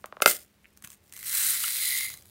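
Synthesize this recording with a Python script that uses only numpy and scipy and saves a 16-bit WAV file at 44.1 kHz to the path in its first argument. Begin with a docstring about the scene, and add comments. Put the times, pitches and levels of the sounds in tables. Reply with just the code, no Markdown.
"""A quiet room, where a small plastic box of hard beads is opened close to the microphone.
The tight lid creaks (swept bending waves); its catch snaps, the lid slaps open and bounces (flex, crack, ring).
The beads jump, shift as the box tilts, then roll out onto soft slime (dense random impacts, coloured by the box).
The emptying box rings hollow (a narrow air resonance). Room rumble, hum, hiss and handling lie underneath."""
import sys
import numpy as np
from scipy import signal
from scipy.fft import irfft
from scipy.io import wavfile

SR = 44100
rng = np.random.default_rng(int(sys.argv[2]) if len(sys.argv) > 2 else 0)


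def generate_wav(sig):
    """Save sig (samples, or channels by samples) to the path in sys.argv[1] as 16-bit PCM at SR."""
    pcm = np.round(np.clip(np.atleast_2d(sig).T, -1, 1) * 32767).astype(np.int16)
    wavfile.write(sys.argv[1], SR, pcm)


N = 101430
TIME = np.arange(N) / SR  # s
BINS = np.fft.rfftfreq(4096, 1 / SR)  # Hz


def amp(db):
    """Decibels to gain."""
    return 10 ** (np.asarray(db) / 20)


def read(points, hz):
    """Reads a spectrum table on a log-frequency axis."""
    f, value = np.transpose(points)
    return np.interp(np.log(hz + 1), np.log(f), value)


def add(mix, s, sound):
    """Adds a sound to the mix, starting at s seconds."""
    part = mix[max(round(s * SR), 0):][:len(sound)]
    part += sound[:len(part)]


def fade(t60_s, size=4096):
    """Exponential decay, 60 dB in t60_s."""
    return amp(-60 * TIME[:size] / t60_s)


PEAK_Q = 18


def colour(x, tone, peaks=()):
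    """Causal (minimum-phase) filter of unit energy: a broad spectrum with resonances on top."""
    db = read(tone, BINS)
    for hz, lift_db in peaks:
        db = db + lift_db / (1 + (2 * PEAK_Q * (BINS / hz - 1)) ** 2)
    log_gain = np.log(amp(np.r_[db, db[-2:0:-1]]))
    min_phase = np.exp(np.conj(signal.hilbert(log_gain)))
    taps = np.fft.ifft(min_phase).real
    return signal.fftconvolve(x, taps / np.linalg.norm(taps))[:len(x)]


def burst(t60_s, size=4096):
    """A contact scattered into dense dying reflections: random signs under a decay."""
    return rng.choice([-1., 1.], size) * fade(t60_s, size)


def flex(tone, lag_s):
    """Bending wave in a thin wall, peak 1: treble arrives first; lag_s is the travel time at 1 kHz."""
    phase = -4 * np.pi * lag_s * np.sqrt(1000 * BINS)
    sweep = irfft(np.exp(1j * phase))[:2048]
    wave = colour(sweep, tone)
    return wave / abs(wave).max()


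# room decay: (frequency [Hz], t60 [s])
ROOM_T60 = [(100, .25), (600, 0.25), (2000, .16), (8000, .14), (16000, 0.18)]


def room(x, wet_db):
    """Adds the short tail of a small furnished room: noise dying at its own rate in each band."""
    noise = rng.standard_normal(SR // 2) * (TIME[:SR // 2] > .004)  # 4 ms before the tail
    hz, t, bands = signal.stft(noise, SR, nperseg=256)
    decay = amp(-60 * t / read(ROOM_T60, hz)[:, None])
    tail = signal.istft(bands * decay, SR, nperseg=256)[1]
    return x + amp(wet_db) * signal.fftconvolve(x, tail / np.linalg.norm(tail))[:N]


# HITS_PER_S holds at level HITS_AT_DB; CROWDING is the rise of rate with level (dB per dB)
HITS_PER_S, HITS_AT_DB, CROWDING = 3500, -25, .55
SIZE_SPREAD_DB, HIT_T60_S = 1, 0.0048
CLUMP_S, CLUMP_DB = .004, 1.1


def collisions(curve, count=64):
    """Many tiny impacts in clumps; a livelier heap gives both more and harder ones."""
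    db = np.interp(TIME, *np.transpose(curve), left=-120, right=-120)
    db = db + CLUMP_DB * np.interp(TIME / CLUMP_S, np.arange(N), rng.standard_normal(N))
    chance = HITS_PER_S * amp(CROWDING * (db - HITS_AT_DB)) / SR  # per sample
    strength = amp(SIZE_SPREAD_DB * np.clip(rng.standard_normal(N), -2, 2))
    at = np.flatnonzero(rng.random(N) < chance)
    sign = rng.choice([-1., 1.], N)[at]
    kind = rng.integers(0, count, N)[at]
    # dividing by the root of the rate keeps the mean power on the curve
    hits = sign * strength[at] * amp(db[at]) / np.sqrt(chance[at] * np.mean(strength ** 2))
    ticks = np.array([burst(HIT_T60_S, size=384) for _ in range(count)])
    sounds = hits[:, None] * ticks[kind] / np.linalg.norm(ticks[0])
    places = at[:, None] + np.arange(ticks.shape[1])
    return np.bincount(places.ravel(), sounds.ravel(), N)[:N]


# room noise spectrum: (frequency [Hz], level [dB])
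FLOOR_TONE = [(12, -48), (25, -25), (42, -16.5), (62, -0.5), (85, -2.5), (105, -9.5), (200, -11.5),
              (300, -10), (750, -20.5), (1200, -21.5), (2200, -21), (4500, -26.5), (7000, -29),
              (16000, -31.5)]
FLOOR_DB = -65.5
HUM_HZ, HUM_DB = 204, -69.5


def floor():
    """Low room rumble and hiss as coloured noise, with a faint sine hum."""
    noise = amp(FLOOR_DB) * colour(rng.standard_normal(N), FLOOR_TONE)
    hum = amp(HUM_DB) * np.sin(2 * np.pi * HUM_HZ * TIME)
    return noise + hum


# hands on the box: (time [s], level [dB])
RUMBLE = [(0, -61), (.06, -74), (.6, -77), (1, -73.5), (1.15, -64), (1.35, -65), (1.95, -69.5), (2.1, -58),
          (2.3, -66.5)]
# rumble spectrum: (frequency [Hz], level [dB])
RUMBLE_TONE = [(25, -25.5), (50, -9), (80, -1), (140, -3.5), (250, -16.5), (800, -18.5), (2000, -32.5),
               (16000, -67)]


def rumble():
    """Hands turning the box: low noise that follows a level curve."""
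    level = amp(np.interp(TIME, *np.transpose(RUMBLE)))
    return level * colour(rng.standard_normal(N), RUMBLE_TONE)


# single beads and fingernails on the wall: (time [s], level [dB])
CLICKS = [(0.0583, -28), (0.774, -35), (0.8237, -31.5), (0.8471, -24), (0.8738, -27.5), (0.903, -29.5),
          (.918, -32.5), (0.93, -35), (.936, -42), (0.9396, -43), (1.1246, -28.5), (1.137, -30),
          (1.1654, -24.5), (1.175, -29), (1.229, -22), (1.332, -26), (1.638, -12.5), (1.68, -14),
          (1.952, -24), (2.008, -15.5), (2.045, -21.5), (2.102, -25), (2.116, -33), (2.14, -24.5),
          (2.174, -32.5), (2.2236, -38), (2.256, -36.5)]
# click spectrum: (frequency [Hz], level [dB])
CLICK_TONE = [(100, -50), (600, -35), (1100, -5.5), (2200, -3.5), (5000, -8.5), (6500, 1), (8500, -1),
              (12000, -4.5), (16000, -4)]
CLICK_T60_S = 0.0094


def clicks():
    """Single beads and fingernails tap the wall: short coloured bursts."""
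    out = np.zeros(N)
    for s, db in CLICKS:
        add(out, s, amp(db) * burst(CLICK_T60_S) / 2)
    return colour(out, CLICK_TONE)


# a finger slips on the plastic: (time [s], level [dB])
SLIPS = [(0.6451, -45), (.6496, -46.5), (.656, -38.5)]
SLIP_HZ, SLIP_S = 2275, 0.00043


def slips():
    """A finger slips on the plastic: brief Gaussian tone pulses."""
    out = np.zeros(N)
    for s, db in SLIPS:
        t = TIME - s
        out += amp(db) * np.exp(-(t / SLIP_S) ** 2) * np.cos(2 * np.pi * SLIP_HZ * t)
    return out


# the box is bumped: (time [s], level [dB], pitch [Hz], t60 [s])
KNOCKS = [(0.8425, -43.5, 1445, 0.023), (1.641, -23, 1370, 0.023)]
KNOCK_RISE_S = .001
KNOCK_OVERTONE, KNOCK_OVERTONE_DB = 2.12, 2  # frequency ratio, level against the fundamental


def knocks():
    """Bumps ring the box: a decaying tone with one inharmonic overtone."""
    out, t = np.zeros(N), TIME[:4096]
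    for s, db, hz, t60_s in KNOCKS:
        turn = 2 * np.pi * hz * t
        shape = fade(t60_s) * (1 - np.exp(-(t / KNOCK_RISE_S) ** 2))
        tone = np.sin(turn) + amp(KNOCK_OVERTONE_DB) * np.sin(KNOCK_OVERTONE * turn)
        add(out, s, amp(db) * shape * tone)
    return out


# grip noise spectrum: (frequency [Hz], level [dB])
GRIP_TONE = [(40, -7.5), (110, 15), (350, 4.5), (700, -6), (3000, 4), (5500, -7), (9000, 5), (16000, -2)]
GRIP_S, GRIP_RISE_S, GRIP_T60_S, GRIP_DB = .836, 0.0057, 0.08, -41


def grip():
    """The grip shifts: one soft swell of coloured noise."""
    out, t = np.zeros(N), TIME[:4096]
    rub = np.minimum(t / GRIP_RISE_S, 1) ** 2 * fade(GRIP_T60_S)
    noise = rng.standard_normal(len(t)) * rub / rub.max()
    add(out, GRIP_S, amp(GRIP_DB) * colour(noise, GRIP_TONE))
    return out


# creaks of the tight lid: (time [s], level [dB])
CREAKS = [(0.0407, -26), (0.1235, -29.5), (0.1673, -32.5), (.2020, -28.5)]
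# creak spectrum: (frequency [Hz], level [dB])
CREAK_TONE = [(100, -29.5), (300, -13.5), (570, 2), (880, -5.5), (1200, 3.5), (2000, -11), (4200, -23.5),
              (7000, -39.5), (16000, -65)]
CREAK_LAG_S, CREAK_ROOM_DB = .0025, -13


def creaks():
    """The lid sticks and slips under the thumb; each slip sends a bending wave through the wall."""
    out = np.zeros(N)
    for s, db in CREAKS:
        add(out, s, amp(db) * flex(CREAK_TONE, CREAK_LAG_S))
    return room(out, CREAK_ROOM_DB)


# catch and lid: (time [s], flexing [dB], crack [dB], ring [dB])
SNAPS = [(0.221, -8, -6.5, -25), (0.2598, -0.5, -3, -17), (.2765, -19.5, -20, -25)]
# flexing spectrum: (frequency [Hz], level [dB])
SNAP_TONE = [(30, -46.5), (70, -35.5), (150, -20.5), (260, -15), (380, -1), (600, 0), (740, 1),
             (980, -17.5), (1280, 1.5), (1700, -7), (2600, -3), (5000, -13.5), (16000, -39.5)]
# crack spectrum: (frequency [Hz], level [dB])
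CRACK_TONE = [(200, -22), (1500, 11), (4500, -5.5), (6500, -1.5), (11000, 4.5), (16000, 0.5)]
# ring of the open box: (frequency [Hz], level [dB], t60 [s])
BOX_MODES = [(367, -24.5, .2), (425.8, -18.5, .15), (577, -19, .15), (599, -17.5, .17), (700, -20.5, .12),
             (1397, 4.5, .04), (1546, -2, 0.023), (1470, -14, 0.048), (2103, -3, .07), (2630, -14, .07),
             (4650, -17.5, 0.093)]
# a small wall radiates little bass: (frequency [Hz], level [dB])
WALL_TONE = [(30, -17.5), (80, -9.5), (160, -4), (300, -0.5), (16000, 0)]
# wall resonances and dips: (frequency [Hz], lift [dB])
WALL_PEAKS = [(1350, 3), (1850, -9.5), (2110, 5), (2580, 3.5), (2900, 2.5), (3330, -12.5), (3750, 7),
              (4800, 8)]
SNAP_LAG_S, SNAP_LEAD_S, CRACK_T60_S = .0017, 0.00055, 0.024
SNAP_ROOM_DB = -16.5


def snaps():
    """The catch lets go, the lid slaps back and bounces: the wall flexes, cracks and rings."""
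    out = np.zeros(N)
    t = TIME[:12000]
    ring = np.zeros(len(t))
    for hz, db, t60_s in BOX_MODES:
        ring += amp(db) * fade(t60_s, size=len(t)) * np.sin(2 * np.pi * hz * t)
    for s, flex_db, crack_db, ring_db in SNAPS:
        add(out, s - SNAP_LEAD_S, amp(flex_db) * flex(SNAP_TONE, SNAP_LAG_S))
        add(out, s, amp(crack_db) * colour(burst(CRACK_T60_S), CRACK_TONE) / 2)
        add(out, s, amp(ring_db) * ring)
    return room(colour(out, WALL_TONE, WALL_PEAKS), SNAP_ROOM_DB)


# beads jumping in the box: (time [s], level [dB])
RATTLE = [(0, -66), (.05, -75), (.065, -74), (.11, -93), (.205, -76), (.219, -38), (.225, -29), (.257, -53),
          (.265, -32.5), (.272, -25.5), (.278, -18), (.288, -22), (.31, -24), (.335, -35), (.368, -39.5),
          (.39, -49), (.43, -55), (.47, -70), (.55, -77), (.82, -72), (.86, -64.5), (.93, -55.5),
          (1, -76.5), (1.075, -63.5), (1.11, -65.5)]
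# rattle spectrum: (frequency [Hz], level [dB])
RATTLE_TONE = [(100, -20), (350, -6), (650, -13.5), (950, -23), (1400, -5), (3000, -6), (6000, -4.5),
               (9000, -3.5), (12000, -1), (16000, -1.5)]
# rattle resonances: (frequency [Hz], lift [dB])
RATTLE_PEAKS = [(619, 8.5), (2080, 5.5), (3470, 4), (5110, 3), (7210, 6), (8740, 10), (12500, 0.5)]


def rattle():
    """Jolted beads bounce and settle: impacts coloured by the box."""
    return colour(collisions(RATTLE), RATTLE_TONE, RATTLE_PEAKS)


# air resonance of the emptying box: (time [s], level [dB])
CAVITY = [(1.11, -80), (1.135, -58), (1.23, -58), (1.3, -50), (1.6, -45), (1.78, -42.5), (1.95, -35),
          (2.03, -36.5), (2.1, -43.5), (2.135, -55), (2.19, -69)]
CAVITY_HZ, CAVITY_WIDTH_HZ = 2079, 230


def cavity():
    """Impacts excite the air in the box, more as the beads make room."""
    edges_hz = CAVITY_HZ + np.array([-.5, .5]) * CAVITY_WIDTH_HZ
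    band = signal.butter(2, edges_hz, "band", fs=SR)
    ring = signal.lfilter(*band, signal.unit_impulse(2048))
    return signal.oaconvolve(collisions(CAVITY), ring / np.linalg.norm(ring))[:N]


# beads running out: (time [s], level [dB])
POUR = [(1.11, -73), (1.135, -53), (1.19, -41.5), (1.225, -47), (1.26, -33), (1.31, -30.5), (1.35, -25),
        (1.41, -25), (1.5, -23.5), (1.58, -29.5), (1.65, -29), (1.74, -29), (1.85, -26.5), (1.98, -27),
        (2.06, -33.5), (2.12, -41.5), (2.18, -53), (2.23, -59), (2.3, -58.5)]
# full-box spectrum: (frequency [Hz], level [dB])
FULL_TONE = [(100, -30), (600, -27), (1000, -19), (1350, -7.5), (1900, -3), (3300, -5.5), (5500, -3.5),
             (8000, 0), (11000, 2.5), (16000, 1)]
# full-box resonances: (frequency [Hz], lift [dB])
FULL_PEAKS = [(4080, 8.5), (8480, 4), (12800, 0)]
# empty-box spectrum: (frequency [Hz], level [dB])
EMPTY_TONE = [(100, -27), (600, -30.5), (1000, -21.5), (1350, -14), (2800, -7), (3700, 0), (5600, -6),
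              (8000, -4.5), (11500, 2), (13500, -1), (16000, -0.5)]
# empty-box resonances: (frequency [Hz], lift [dB])
EMPTY_PEAKS = [(3750, 0.5), (4080, 7.5), (4820, 7), (6760, 8), (9030, 5), (10800, 5.5)]
EMPTY_FROM_S, EMPTY_BY_S = 1.43, 1.9
# pitches of beads clacking together: [Hz]
CLACK_HZ = [7620, 8100, 8450, 8590, 9200, 11970]
# rate over all pitches, time to the ping's peak, level against POUR, mean random drop
CLACKS_PER_S, CLACK_S, CLACK_DB, CLACK_SPREAD_DB = 70, 0.00076, 5.5, 4.5


def pour():
    """Beads roll over the wall and clack together; the colour crossfades as the box empties."""
    empty = np.clip((TIME - EMPTY_FROM_S) / (EMPTY_BY_S - EMPTY_FROM_S), 0, 1)
    out = colour(collisions(POUR) * np.sqrt(1 - empty), FULL_TONE, FULL_PEAKS)
    out += colour(collisions(POUR) * np.sqrt(empty), EMPTY_TONE, EMPTY_PEAKS)
    level = amp(CLACK_DB + np.interp(TIME, *np.transpose(POUR), left=-120))
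    level = level * (1 - empty / 2)
    t = TIME[:512]
    for hz in CLACK_HZ:
        struck = rng.random(N) < CLACKS_PER_S / len(CLACK_HZ) / SR
        clacks = struck * amp(-CLACK_SPREAD_DB * rng.exponential(1, N))
        ping = t / CLACK_S * np.exp(1 - t / CLACK_S) * np.sin(2 * np.pi * hz * t)
        out += signal.oaconvolve(clacks * level, ping)[:N]
    return out


ROOM_DB = -12


def scene():
    """The box and its beads in the room."""
    background = floor() + rumble()
    handling = clicks() + slips() + knocks() + grip()
    lid = creaks() + snaps()
    beads = rattle() + cavity() + pour()
    return (background + lid + room(handling + beads, ROOM_DB))[None]


EDGE_HZ = 15800


def record(dry):
    """Full-scale overload, then the band limit."""
    lowpass = signal.firwin(401, EDGE_HZ, window=("kaiser", 8), fs=SR)
    return signal.oaconvolve(np.clip(dry, -1, 1), lowpass[None], "same")


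dry = scene()
out = record(dry)
generate_wav(out)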